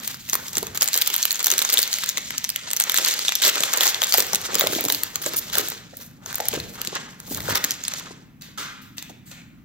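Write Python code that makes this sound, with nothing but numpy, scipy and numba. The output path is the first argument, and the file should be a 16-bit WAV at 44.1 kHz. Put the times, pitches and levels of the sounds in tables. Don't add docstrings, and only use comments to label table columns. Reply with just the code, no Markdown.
import sys
import numpy as np
from scipy import signal
from scipy.fft import rfft, irfft, next_fast_len
from scipy.io import wavfile
from scipy.ndimage import uniform_filter1d
from numba import njit

SR = 44100
rng = np.random.default_rng(int(sys.argv[2]) if len(sys.argv) > 2 else 0)


def log_audio(samples):
    frames = np.atleast_2d(samples).T
    limited = np.clip(frames, -1, 1)
    pcm = np.round(limited * 32767).astype(np.int16)
    wavfile.write(sys.argv[1], SR, pcm)


N = 425520


def undb(db):
    return 10 ** (np.asarray(db) / 20)


def over_hz(table, hz):
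    table_hz, values = np.transpose(table)
    return np.interp(np.log(hz + 1), np.log(table_hz), values)


def colour(x, response):
    size = next_fast_len(x.shape[-1])
    hz = np.arange(size // 2 + 1) * SR / size
    return irfft(rfft(x, size) * response(hz), size)[..., :x.shape[-1]]


@njit
def ring(start, hz, cycles, size, turn, count):
    out = np.zeros((2, count))
    for k in range(len(start)):
        fade = np.log(1000) / cycles[k] * hz[k] / SR
        step = np.exp(2j * np.pi * hz[k] / SR - fade)
        z = size[k] * fade * np.e * np.exp(2j * np.pi * turn[k, 0])
        other = np.exp(2j * np.pi * turn[k, 1])
        first = start[k] - int(1 / fade)
        for n in range(int(8 / fade)):
            if 0 <= first + n < count:
                out[0, first + n] += n * z.imag
                out[1, first + n] += n * (z * other).imag
            z *= step
    return out


ABOVE_DB_PER_OCTAVE = 1.5


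def octaves_above(hz, facet_hz):
    return np.clip(np.log2(np.minimum(hz, 8000) / facet_hz), 0, 1.5) * (hz < 9500)


# (frequency [Hz], level [dB])
FOIL_FACETS = [(300, -26.5), (700, -22), (1300, -9.5), (2000, -4.5), (2700, -5), (3600, 3), (4300, 4),
               (5100, 0), (7000, 10.5), (10000, 5), (13000, 9), (16000, 4.5)]


def creases(s, db, body_db, crisp_db, facet_hz, lift_db, spread_s, bright_db=0., count=10):
    chance = rng.random((len(s), count, 5))
    crease = np.arange(len(s))
    place = (np.arange(count) + chance[..., 0]) / count
    hz = 300 * (15900 / 300) ** (place ** .75)
    strongest = np.argmin(abs(np.log(hz / facet_hz[:, None])), axis=1)
    hz[crease, strongest] = facet_hz
    chance[crease, strongest, 1:3] = .5, .4
    low, high = np.clip(np.log2(2500 / hz), 0, 1), np.clip(np.log2(hz / 7000), 0, 1)
    facet_db = db[:, None] + over_hz(FOIL_FACETS, hz)
    facet_db += low * body_db[:, None] + high * crisp_db[:, None]
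    facet_db += 9 * (chance[..., 1] - .5)
    facet_db[crease, strongest] += lift_db
    facet_db -= ABOVE_DB_PER_OCTAVE * octaves_above(hz, facet_hz[:, None])
    facet_db += np.reshape(bright_db, (-1, 1)) * np.clip(np.log2(hz / 4500), -2, 1)
    middle = (hz > 2000) & (hz < 9000)
    middle_db = 20 * np.log10(np.sqrt(np.sum(middle * undb(facet_db) ** 2, axis=1)))
    facet_db += (db - middle_db)[:, None]
    start = ((s[:, None] + spread_s * (chance[..., 2] - .4)) * SR).astype(np.int64)
    cycles = 11 * (hz / 4000) ** 0.6
    cycles[crease, strongest] *= 1.15
    turn = chance[..., 3:].reshape(-1, 2)
    return ring(start.ravel(), hz.ravel(), cycles.ravel(), undb(facet_db).ravel(), turn, N)


# (frequency [Hz], spectral level [dB per Hz])
AIR_SPECTRUM = [(25, 7.5), (60, 1.5), (150, 11.5), (260, 8.5), (450, -17), (900, -19), (2200, -18.5),
                (4000, -31.5), (8000, -30), (16000, -27.5)]
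AIR_DB = -47.5
DUCK_DB, DUCK_RATIO = -29, 1


def ducked_air(close):
    air = colour(rng.standard_normal((2, N)), lambda f: undb(over_hz(AIR_SPECTRUM, f)))
    power = uniform_filter1d(close[0] ** 2, int(.8 * SR))
    loud_db = 10 * np.log10(power + 1e-12)
    duck_db = DUCK_RATIO * np.maximum(loud_db - DUCK_DB, 0)
    return air * undb(AIR_DB - duck_db) / air.std()


# (time [s], crackle between the snaps [dB], card body [dB], crispness [dB])
HANDLING_COURSE = [(0, -37, -0.5, -0.5), (.22, -49, -17, -1.5), (.3, -39.5, -7.5, -1), (.74, -48.5, 7, -8),
                   (.9, -41, -13, -13.5), (.95, -34.5, -8.5, -2.5), (1.71, -32, -3.5, -10.5),
                   (2.0, -34, -9, -9), (2.43, -40, -9.5, -14), (2.58, -40, -8, -18),
                   (2.68, -38.5, -0.5, -21.5), (2.74, -49.5, -1.5, -9.5), (2.98, -26, -4, -8.5),
                   (3.38, -34.5, -7.5, -17.5), (3.6, -29.5, 1, -11), (4.22, -35.5, -6, -9),
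                   (4.5, -39, 3.5, -11), (4.7, -32.5, -9, -7.5), (4.95, -35, -9, -3), (5.08, -43.5, 3, -11),
                   (5.63, -37, -3.5, -10), (5.73, -37, -1.5, -12), (5.87, -58.5, -20, -24),
                   (6.0, -47, 0, 2), (6.2, -69, 13, -6), (6.28, -42.5, 7.5, -8), (6.55, -41, -14.5, -14),
                   (6.75, -47.5, 6.5, -3), (6.96, -38, -3, -24), (7.2, -59, 4, -5), (7.31, -39, 2.5, 0.5),
                   (7.42, -40.5, 1, 1), (7.51, -33, 1.5, -7.5), (7.78, -44, -6.5, -15),
                   (7.999, -35.5, -3.5, -12), (8.3, -73, 6, -32)]
HANDLING_END_S = HANDLING_COURSE[-1][0]


def handling(s):
    t, *columns = np.transpose(HANDLING_COURSE)
    return (np.interp(s, t, column) for column in columns)


SKIRT_DB, SKIRT_BEFORE_S, SKIRT_AFTER_S, SKIRT_CRISP_DB = -20, 0.0021, 0.0035, 10.5


def snap_skirts(s):
    snap_s, snap_db = np.transpose(LOUD_CREASES)[:2]
    late = s[:, None] - snap_s
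    skirt = np.exp(-np.maximum(late / SKIRT_AFTER_S, -late / SKIRT_BEFORE_S))
    return np.sum(undb(snap_db + SKIRT_DB) ** 2 * skirt, axis=1)


# (start [s], end [s], crackle level before scatter [dB], brightness [dB per octave])
SEAM_RIPS = [(0.745, 0.766, -33, 0), (0.817, 0.824, -30, -7), (0.946, 0.996, -36, -3),
             (1.723, 1.741, -29, 9), (1.775, 1.83, -29.5, 3), (2.954, 3.027, -36, 0.3),
             (3.418, 3.501, -18.5, 0), (3.801, 3.838, -23, -2), (3.834, 3.87, -24, 2),
             (4.13, 4.159, -26, -1), (4.157, 4.208, -26.5, -2), (4.588, 4.64, -28, -2.5),
             (5.217, 5.259, -33, 3), (5.265, 5.294, -31.5, 2.5), (5.362, 5.396, -27.5, 9),
             (5.528, 5.556, -28, -1.5), (5.563, 5.615, -28.5, -0.5), (6.529, 6.564, -30.5, -6.5),
             (7.492, 7.525, -28, -3), (7.549, 7.581, -25.5, -3)]


def rips(s):
    power, bright = 0, 0
    for start, end, rip_db, bright_db in SEAM_RIPS:
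        burst = ((s > start) & (s < end)) * undb(rip_db) ** 2
        power, bright = power + burst, bright + burst * bright_db
    return power, bright


PATCH_S, PATCHY_DB = .018, 4
TINT_S, TINT_DB = .03, 3.5


def crackle(rate=2400., scatter_db=0.0, rip_scatter_db=0.9):
    chance = rng.random((22000, 3))
    s = np.cumsum(-np.log(chance[:, 0])) / rate
    db, body_db, crisp_db = handling(s)
    db[s > HANDLING_END_S] = -120
    db = db + PATCHY_DB * np.interp(s / PATCH_S, np.arange(1000), rng.standard_normal(1000))
    rip_power, rip_bright = rips(s)
    lively = snap_skirts(s) + rip_power
    total = lively + undb(db) ** 2
    lively_share = lively / total
    tint = np.interp(s / TINT_S, np.arange(1000), rng.standard_normal(1000))
    bright_db = (rip_bright + undb(db) ** 2 * TINT_DB * tint) / total
    scatter = (scatter_db + rip_scatter_db * lively_share) * (np.log(chance[:, 1] + 0.054) + 0.72)
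    db = 10 * np.log10(total) - scatter
    crisp_db = crisp_db + SKIRT_CRISP_DB * lively_share
    return creases(s, db, body_db + 7.0, crisp_db, 2000 * 4 ** chance[:, 2], 1.0, .0018, bright_db, count=8)


def crinkles(rate=75., above_db=3.5, scatter_db=3.5, crisp_above_db=4.0):
    chance = rng.random((800, 3))
    s = np.cumsum(-np.log(chance[:, 0])) / rate
    db, body_db, crisp_db = handling(s)
    db[s > HANDLING_END_S] = -120
    db = db + above_db - scatter_db * np.log(chance[:, 1] + 0.17)
    return creases(s, db, body_db, crisp_db + crisp_above_db, 1500 * 5 ** chance[:, 2], 7.0, .002, count=14)


# (time [s], level of the middle facets together [dB], strongest facet [Hz], crispness [dB], body [dB])
LOUD_CREASES = [(0.0771, -9, 8500, -1.5, 1.5), (0.1441, -22.5, 5030, -11, 11.5),
                (0.29, -21.5, 2650, 1.5, 5), (0.298, -12, 6100, -2, -0.5), (0.3324, -4, 6400, -6, 18.5),
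                (0.342, -13, 4400, 13, 3.5), (0.354, -15, 9160, 10, 21), (0.4827, -18.5, 5650, -2, -9),
                (0.532, -18.5, 7710, -3, 2), (0.5547, -12, 5840, -17, -14), (0.5702, -5.5, 7450, -7, 6),
                (0.582, -8, 6070, 7, -13.5), (0.6292, -17.5, 9350, 6, -1.5), (0.669, -17.5, 6500, 0.5, -8),
                (0.775, -10, 7250, 8, 5.5), (0.8107, -5.5, 7060, -14, -19), (0.8214, -2, 5000, 1.5, -3),
                (0.829, -0.5, 8600, 8, -10.5), (0.8352, -11, 6950, -6.5, -11.5),
                (0.8427, -18.5, 5070, 14.5, -12), (0.859, -13, 7900, -0.5, -24.5),
                (0.8772, -7, 7410, -0.5, -18), (0.8865, -8, 7460, -2, 9.5), (0.9323, -10, 4200, 2, -3),
                (0.9423, -4.5, 5100, 0, -23), (0.954, -14, 4910, 0.5, 15), (0.9632, -13, 7240, 17, -9),
                (0.9759, -4.5, 8130, 5.5, -10.5), (0.9878, -14, 8300, 5, -15), (1.0149, -9, 5100, 8.5, -7),
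                (1.0198, -3, 3270, -1, -14.5), (1.0622, -17, 5040, 5, -15.5), (1.071, -18, 4800, 4, 7),
                (1.075, -6, 8850, 10.5, -9), (1.102, -13, 3230, -0.5, 10.5), (1.1363, -16, 7560, 3, -13),
                (1.142, -8, 4000, 4, 3.5), (1.153, -15.5, 3220, -1, 9.5), (1.1637, -15.5, 3530, 18.5, -11),
                (1.1804, -15.5, 6600, 9, -3.5), (1.221, -13.5, 5900, 0.5, 1), (1.2286, -5, 5870, -5, -19.5),
                (1.2357, -11.5, 4260, -5, -20.5), (1.2539, -5.5, 3040, 9, 10), (1.308, -6, 4300, -8, -6),
                (1.3177, -9, 7170, 5.5, -7), (1.3277, -17, 6700, 19.5, -5.5), (1.3457, -15, 6700, -2, -14),
                (1.357, -12.5, 6500, -4, -11), (1.394, -14.5, 3480, 1, 3.5), (1.404, -14, 7660, -1, 0),
                (1.429, -15.0, 8600, 15, -18), (1.4442, -4, 8160, 3.5, -1.5), (1.4601, -7.5, 6200, 3, -2.5),
                (1.4627, -20, 6340, 9, -11), (1.469, -2.5, 6050, 8.5, 12.5), (1.482, -11.5, 3660, 4, 12),
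                (1.503, -5, 6200, 4.5, -13), (1.506, -16, 3960, -2, -3.5), (1.5157, -2, 6340, -0.5, 0.5),
                (1.521, -14.5, 6000, -3.5, -10), (1.524, -11, 3670, 2.5, -10.5),
                (1.538, -11, 1600, -2.5, 1.5), (1.581, -2.5, 8300, 3, -8.5), (1.591, -6.5, 4000, 8, -1),
                (1.6186, -8, 3800, 2, 9), (1.6232, -5, 8050, 5.5, -17), (1.65, -6, 6510, -19, 15.5),
                (1.691, -10, 4440, -6, -1), (1.6968, -19, 1970, 3, 11), (1.701, -8.5, 5560, 2, -6),
                (1.725, -11, 4550, -3, -5.5), (1.731, -4, 7700, 10.5, -10), (1.74, -0.5, 8700, 5, -9),
                (1.7736, -2.5, 3670, -13, -17), (1.7817, -5, 3520, 3.5, -12), (1.79, -0.5, 8670, -3, -9),
                (1.8027, -18, 7020, 6.5, -5), (1.8194, -11, 8830, 10, -11.5), (1.8295, -6, 4700, 4.5, -8),
                (1.8365, -12.5, 4340, -2.5, -19), (1.877, -15.5, 6300, 2, -2),
                (1.915, -20.5, 4770, -2.5, -12.5), (1.93, -7, 4700, -1.5, -9),
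                (1.9402, -8.5, 6370, 0.5, -3), (1.986, -15, 1960, 3, -2), (2.0365, -13.5, 3850, 1.5, 13),
                (2.041, -13.5, 4900, -2, -2), (2.061, -17, 3900, 8, 7), (2.091, -6.5, 6670, 7.5, -9),
                (2.097, -14.5, 5450, -4.5, -15), (2.173, -9, 1940, -10, 4), (2.1807, -10, 3630, -3, 7.5),
                (2.3064, -15.5, 2020, 0.3, 6), (2.381, -7.5, 5800, 3.5, -18), (2.443, -9, 5900, 0, 1.5),
                (2.4482, -11.5, 6000, -3, 3), (2.492, -9, 8400, 6.5, -15), (2.502, -14, 5000, 13, -5),
                (2.5607, -9, 2050, 0, -5.3), (2.7048, -13.5, 7580, -10.5, 6), (2.713, -10, 8000, 1.5, -8.5),
                (2.733, -6.5, 7950, 9.5, -12), (2.7654, -11.5, 6060, 5.5, -25.5),
                (2.771, -11, 6300, -5.5, -11), (2.8008, -1, 7940, 7, -15), (2.8093, -6.5, 8250, -4, -3.5),
                (2.819, -11.5, 8300, 6.5, -1), (2.8241, -12, 5960, -2.5, -11.5),
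                (2.8386, -10, 6200, 6, -7.5), (2.8968, -5.5, 3550, 4, 4), (2.9198, -11.5, 2110, 8.5, 0),
                (2.9436, -9, 1673, 8, 2.5), (2.959, -13.5, 3830, -0.5, -14), (2.9652, -9.5, 3920, 1, -1),
                (2.9754, -1.5, 8100, -12, -8), (2.9854, -8.5, 3300, 4.5, 5), (3.0487, -3.5, 4360, -3.5, -7),
                (3.0604, -9, 8830, 3, -3), (3.079, -13, 9700, 2.5, 0), (3.0854, -6, 7840, 5, -9.5),
                (3.1105, -13.5, 3860, 2.5, 5), (3.1398, -10.5, 4400, 6, 8), (3.1923, -11.0, 4680, -2, 9.5),
                (3.2505, -12, 3680, -15.5, 12), (3.283, -2.2, 3666, -19.5, -8.5),
                (3.2923, -8.5, 3360, -5.5, 7.5), (3.322, -10.5, 2090, -8, 0), (3.354, -7, 5800, 3.5, -17),
                (3.358, -12.5, 3380, 4, -15.5), (3.4012, -19.5, 3850, -12.5, -10.5),
                (3.4208, -9, 3600, 0, 8.5), (3.431, -14, 3790, -4.5, 5), (3.4372, -5.5, 3830, -11, -13),
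                (3.4437, -11.5, 2000, 4, 2.5), (3.451, -8, 4740, 6.5, -1.2),
                (3.464, -4.5, 3450, -5.5, -1.5), (3.4794, -6, 7940, 9, 6), (3.492, -8.5, 1780, -8, -10),
                (3.5571, -12.5, 3620, 4.5, 1), (3.606, -7, 7750, 3.5, 0.5), (3.625, -13, 3800, -7, -9),
                (3.6361, -3.5, 3440, -3.5, 11), (3.732, -10.5, 4750, 3, 6.5), (3.7368, -4.5, 6800, 2, 11.5),
                (3.7624, -19, 8270, 16, -14.5), (3.774, -6.5, 7240, 8, 0), (3.784, -14, 4500, -4, -9),
                (3.8086, -2, 3430, -2.5, -0.5), (3.834, -7, 3170, 2.5, 2), (3.8558, -9, 6440, -5, -7),
                (3.8601, -13, 4500, -3, -1), (3.869, -4, 4420, -1.5, 2.5), (3.8777, -3, 5960, -8, -13),
                (3.9456, -8.5, 3600, -9.5, -8), (4.0191, -3.5, 3230, -16, -4.5),
                (4.0307, -11, 1490, 0.5, 2), (4.037, -5, 3730, -1, -5.5), (4.044, -6.5, 6800, -5.5, 2),
                (4.0697, -16, 4870, 5, -2.5), (4.1238, -3.5, 4490, -3.5, 2.5), (4.134, -9.5, 4680, -4, -13),
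                (4.1407, 0, 4830, 6, -4.5), (4.1462, -8, 5000, -6, -11), (4.176, -6, 7600, 10, -9),
                (4.1824, -7.5, 3180, 9.5, -6.5), (4.195, -13.5, 3900, 17, -0.5),
                (4.2038, -3, 8230, 1.5, -4), (4.224, -13, 5580, 6.5, 10.5), (4.2679, -18, 8000, 10, -5),
                (4.333, -6, 5900, 2, -3), (4.3478, -5, 6000, 5.5, -16), (4.357, -5.5, 8200, 4, -7),
                (4.4153, -24.5, 9100, 2, -9), (4.533, -20, 2410, -5, -1), (4.5452, -6.5, 7430, -1.5, -3),
                (4.554, -5, 5000, 8, 1.5), (4.585, -12, 3620, 2.5, -14.5), (4.5964, -17, 15350, 16.5, -5.5),
                (4.6098, -3.5, 3720, -1, 13), (4.6714, -6.5, 2350, 1, -9), (4.7238, -20.5, 2240, 7, 0.5),
                (4.7339, -19.5, 1550, 9.5, 7.5), (4.751, -13.5, 3400, 0.5, -10),
                (4.809, -18.5, 8300, 23, -5), (4.831, -25, 6330, 6, 5.5), (4.8403, -13.5, 8700, 10.5, -9.5),
                (4.8515, -12.5, 9700, 5, -6), (4.8854, -9.5, 6950, 1, 15), (4.9011, -5.5, 3840, -2, 9.5),
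                (4.9237, -5, 8910, 0, 1), (4.9475, -9.5, 4470, 6.5, -4), (5.0347, -8, 8200, 10, 8.5),
                (5.1578, -8.5, 6620, 4, 3), (5.2629, -8.5, 7700, -11, -14), (5.336, -20.5, 1980, 4, -4),
                 (5.4997, -22, 3500, -13, 14), (5.5543, -11.5, 1800, 5, 1.5), (5.5711, -19, 1460, 3, 14.5),
                (5.5835, -2.5, 8600, 12, 3), (5.596, -18, 4400, 2, 4), (5.6747, -24, 3500, -15, -5),
                (5.686, -21.5, 9020, 12, -16), (5.7014, -18, 8400, 11, 3), (5.72, -21, 3970, -4, 19),
                (5.97, -26.5, 8700, 21, -13), (6.261, -19.5, 6300, -20, -8), (6.3286, -23.0, 1530, 4, 4.5),
                (6.345, -18, 9800, -3, 13), (6.356, -14, 8900, 16, -7), (6.3828, -26, 1810, 13, 15.5),
                (6.4023, -17, 1870, -14, 8), (6.407, -18.5, 6100, 6, 5), (6.455, -21.5, 2280, 2, -8),
                (6.485, -5.5, 8800, 17, -21), (6.539, -18, 1720, 2, -8), (6.6012, -17.5, 4210, -6.5, 9),
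                (6.8162, -14, 1480, 2, -19), (6.8495, -18, 1530, -1, -2), (6.8735, -11.5, 3990, 0, -4),
                (6.9535, -15, 5860, 0, 6), (7.2018, -26, 9040, -1, 7), (7.3474, -18, 9470, -3, -3),
                (7.3736, -21, 8100, 15, -11), (7.4045, -19.5, 1910, -6, 6), (7.499, -22, 1500, 3, 4),
                (7.5551, -5, 5460, -2, -1), (7.6416, -7, 1920, -1, -4), (7.6463, -6.5, 6800, 7, 10),
                (7.7082, -6, 6060, -2.5, -20), (7.718, -13, 5280, -1, -17), (7.8384, -14.5, 6880, -2, -1),
                (7.8516, -16, 5000, -23, -18), (7.8817, -11.5, 9100, -6, 7), (7.9375, -12.5, 5970, -4, 9),
                (7.997, -23, 8850, 8, -3)]


def snaps():
    s, db, hz, crisp_db, body_db = np.transpose(LOUD_CREASES)
    lift_db = 10.0 + 0.26 * np.maximum(-crisp_db, 0) * (hz > 2500)
    bright_db = 1.1 * np.log2(hz / 4500)
    return creases(s, db, body_db, crisp_db, hz, lift_db, .0012, bright_db, count=28)


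POPS_PER_S, POP_ABOVE_DB, POP_SCATTER_DB = 45., -3, 2.5


def pops():
    chance = rng.random((500, 3))
    s = np.cumsum(-np.log(chance[:, 0])) / POPS_PER_S
    db, body_db, _ = handling(s)
    db = db + body_db + POP_ABOVE_DB - POP_SCATTER_DB * np.log(chance[:, 1] + 0.054)
    hz = 400 * 2.32 ** chance[:, 2]
    return np.transpose([s, db, hz])[s < HANDLING_END_S]


# (time [s], level before the split into rings [dB], main pitch [Hz])
CARD_KNOCKS = [(0.3339, -30, 800), (0.3527, -26, 750), (0.575, -23.5, 307), (0.6296, -21, 400),
               (0.8258, -21, 770), (0.959, -28, 480), (1.5264, -25.5, 447), (1.7345, -26.5, 544),
               (1.7888, -25, 554), (2.173, -32, 680), (2.8098, -27, 800), (3.449, -22.5, 535),
               (3.4759, -19.5, 557), (3.6075, -23.5, 417), (3.7772, -19, 514), (3.81, -20, 730),
               (3.827, -27, 574), (3.8605, -16, 800), (3.8802, -25, 774), (4.0203, -20, 816),
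               (4.1465, -14.5, 800), (4.1831, -17.5, 480), (4.2069, -20, 466), (4.3363, -19, 800),
               (4.339, -23, 196), (4.491, -26, 544), (4.533, -24, 448), (4.56, -19.5, 435),
               (4.6204, -14, 606), (4.6404, -15, 460), (4.6672, -18.5, 565), (4.702, -22.5, 269),
               (4.731, -20, 433), (4.764, -19.5, 290), (4.7865, -18, 670), (4.811, -24, 470),
               (4.844, -22, 420), (4.861, -17, 258), (4.9036, -24, 685), (5.2662, -19, 540),
               (5.341, -27, 475), (5.5566, -23, 685), (5.5765, -21, 417), (5.5975, -20.5, 423),
               (5.936, -32.5, 530), (6.4038, -17.5, 717), (6.536, -17.5, 467), (6.553, -26, 527),
               (6.5757, -23, 398), (6.8792, -26, 230), (6.9292, -23.5, 473), (7.313, -22, 247),
               (7.4876, -16.5, 570), (7.5054, -21, 266), (7.527, -25, 152), (7.6487, -22, 287),
               (8.1102, -30, 442), (9.104, -34, 248)]


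def thumps():
    s, db, hz = (column[:, None] for column in np.vstack([CARD_KNOCKS, pops()]).T)
    chance = rng.random((len(s), 6, 4))
    main = np.arange(6) == 0
    hz = hz * np.where(main, 1, 2 ** (2.696 * chance[..., 0] - .9))
    s = s + np.where(main, 0, 0.016 * (chance[..., 1] - .45))
    db = db + np.where(main, -1.5, -9.5)
    cycles = 3.35 * (hz / 400) ** 0.924
    start = (s * SR).astype(np.int64)
    turn = chance[..., 2:].reshape(-1, 2)
    return ring(start.ravel(), hz.ravel(), cycles.ravel(), undb(db).ravel(), turn, N)


# (middle [s], time from middle to 1/e [s], RMS level at the middle [dB])
DESK_RUMBLES = [(0.672, 0.17, -44.5), (4.706, 0.71, -48.5), (5.593, 0.15, -49), (6.607, 0.11, -38.5),
                (7.428, 0.15, -39), (7.522, 0.018, -33.5)]


def rumbles():
    t = np.arange(N) / SR
    noise = colour(rng.standard_normal((2, N)), lambda f: f / 90 / (1 + (f / 140) ** 3))
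    swells = sum(undb(db) * np.exp(-((t - s) / half) ** 2) for s, half, db in DESK_RUMBLES)
    return noise / noise.std() * swells


# (start [s], level [dB], time scale [s], strongest facet [Hz], its lead [dB], crispness [dB], echo send [dB])
DESK_RUSTLES = [(8.409, -35, 0.021, 3830, 1, -3, 13.5), (8.42, -36, 0.0011, 4680, 10, 8, 9.5),
                (8.575, -21.5, 0.02, 1387, 6, -9.5, 14), (8.815, -45, 0.0077, 9000, -4, 3, 19),
                (8.968, -38, 0.009, 2480, 8, 6, 12), (8.9818, -25.5, 0.00069, 3310, 2, -12, 4),
                (8.985, -31, 0.0077, 4480, 7, -2, -6), (9.025, -29.5, 0.00087, 1010, 10.5, -2, 5.5),
                (9.094, -37.5, 0.006, 800, 24, -6, -5), (9.255, -42, 0.018, 8000, 7, 6, 21.5),
                (9.308, -36, 0.014, 1600, 6, -17, 9), (9.314, -35, 0.0024, 734, 16, -5, 9.5),
                (9.365, -37.5, 0.024, 2450, 14, -18, -1)]


def rustles(count=120):
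    direct, echo = 0, 0
    for s, db, length, hz, lead_db, crisp_db, echo_db in DESK_RUSTLES:
        chance = rng.random((count, 3))
        moments = s - length * np.log(chance[:, 0] * chance[:, 2]) / 2
        levels = db - 11.0 - 6 * chance[:, 1]
        facets = hz * 1.35 ** (chance[:, 1] - .5)
        body, crisp = np.full(count, 3.0), np.full(count, crisp_db)
        swarm = creases(moments, levels, body, crisp, facets, lead_db, 0.00044)
        direct, echo = direct + swarm, echo + undb(echo_db) * swarm
    return direct, echo


def tail(hz, t60):
    t = np.arange(SR) / SR
    decay = 10 ** (-3 * t / t60) * np.clip(t / 0.00019, 0, 1)
    noise = rng.standard_normal((4, 2, SR)) * decay / np.sqrt(t60 * SR / 14)
    band = np.exp(-np.log2((np.arange(SR // 2 + 1) + 1) / hz) ** 2)
    return rfft(noise) * band


# (centre [Hz], decay by 60 dB [s], level [dB])
ROOM_BANDS = [(319, 0.63, 0.5), (800, 0.87, -4.5), (2000, 0.76, -1), (5000, 0.52, -8), (15800, 0.46, -10.5)]


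def room(x):
    tails = irfft(sum(undb(db) * tail(hz, t60) for hz, t60, db in ROOM_BANDS))
    t = np.arange(N) / SR
    place = np.cos(np.pi * (t / .3 + np.arange(4)[:, None] / 4)) ** 2
    size = next_fast_len(N + SR)
    heard = sum(rfft(x * place[k] ** 2, size) * rfft(tails[k], size) for k in range(4))
    return irfft(heard, size)[:, :N]


ROOM_DB = -3.5
SNAP_SHADE = 0.24
# (frequency [Hz], gain of the unshared sound [dB])
PORT_DIFFERENCE = [(60, -14), (250, -13), (600, -11), (1200, -9), (2500, -6), (5000, -4.5), (7500, -7),
                   (9500, -15), (12000, -13), (16000, -12)]


def scene():
    near, far = rustles()
    snapped = snaps()
    handled = crackle() + crinkles() + snapped + thumps()
    close = colour(handled + near, lambda f: 1 / (1 + (110 / (f + 1)) ** 4))
    walls = undb(ROOM_DB) * room(handled[0] - SNAP_SHADE * snapped[0] + far[0])
    air = ducked_air(close)
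    close = close + rumbles()
    shared = close[0] + walls[0] + air[0]
    unshared = close[1] + walls[1] + undb(2.0) * air[1]
    apart = colour(unshared, lambda f: undb(over_hz(PORT_DIFFERENCE, f)))
    return np.array([shared + apart, shared - apart])


TOP_HZ = 15750
# (frequency [Hz], phase lag [radians])
LEFT_LAG = [(60, .15), (250, .4), (600, 1.2), (1200, 1.4), (2300, 1.1), (4500, 1.4), (6500, 1.7),
            (8400, 2.7), (10000, 3.14), (11800, 4.1), (14000, 5.8), (16000, 6.3)]


def record(dry):
    left = colour(dry[0], lambda f: np.exp(-1j * over_hz(LEFT_LAG, f)))
    ports = np.array([left, dry[1]])
    ports = ports / (1 + abs(ports) ** 3) ** (1 / 3)
    bass_cut = signal.butter(2, 45, "high", fs=SR, output="sos")
    top_cut = signal.ellip(10, .3, 80, TOP_HZ, fs=SR, output="sos")
    ports = signal.sosfilt(top_cut, signal.sosfilt(bass_cut, ports))
    return np.clip(ports, -1, 1)


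dry = scene()
out = record(dry)
log_audio(out)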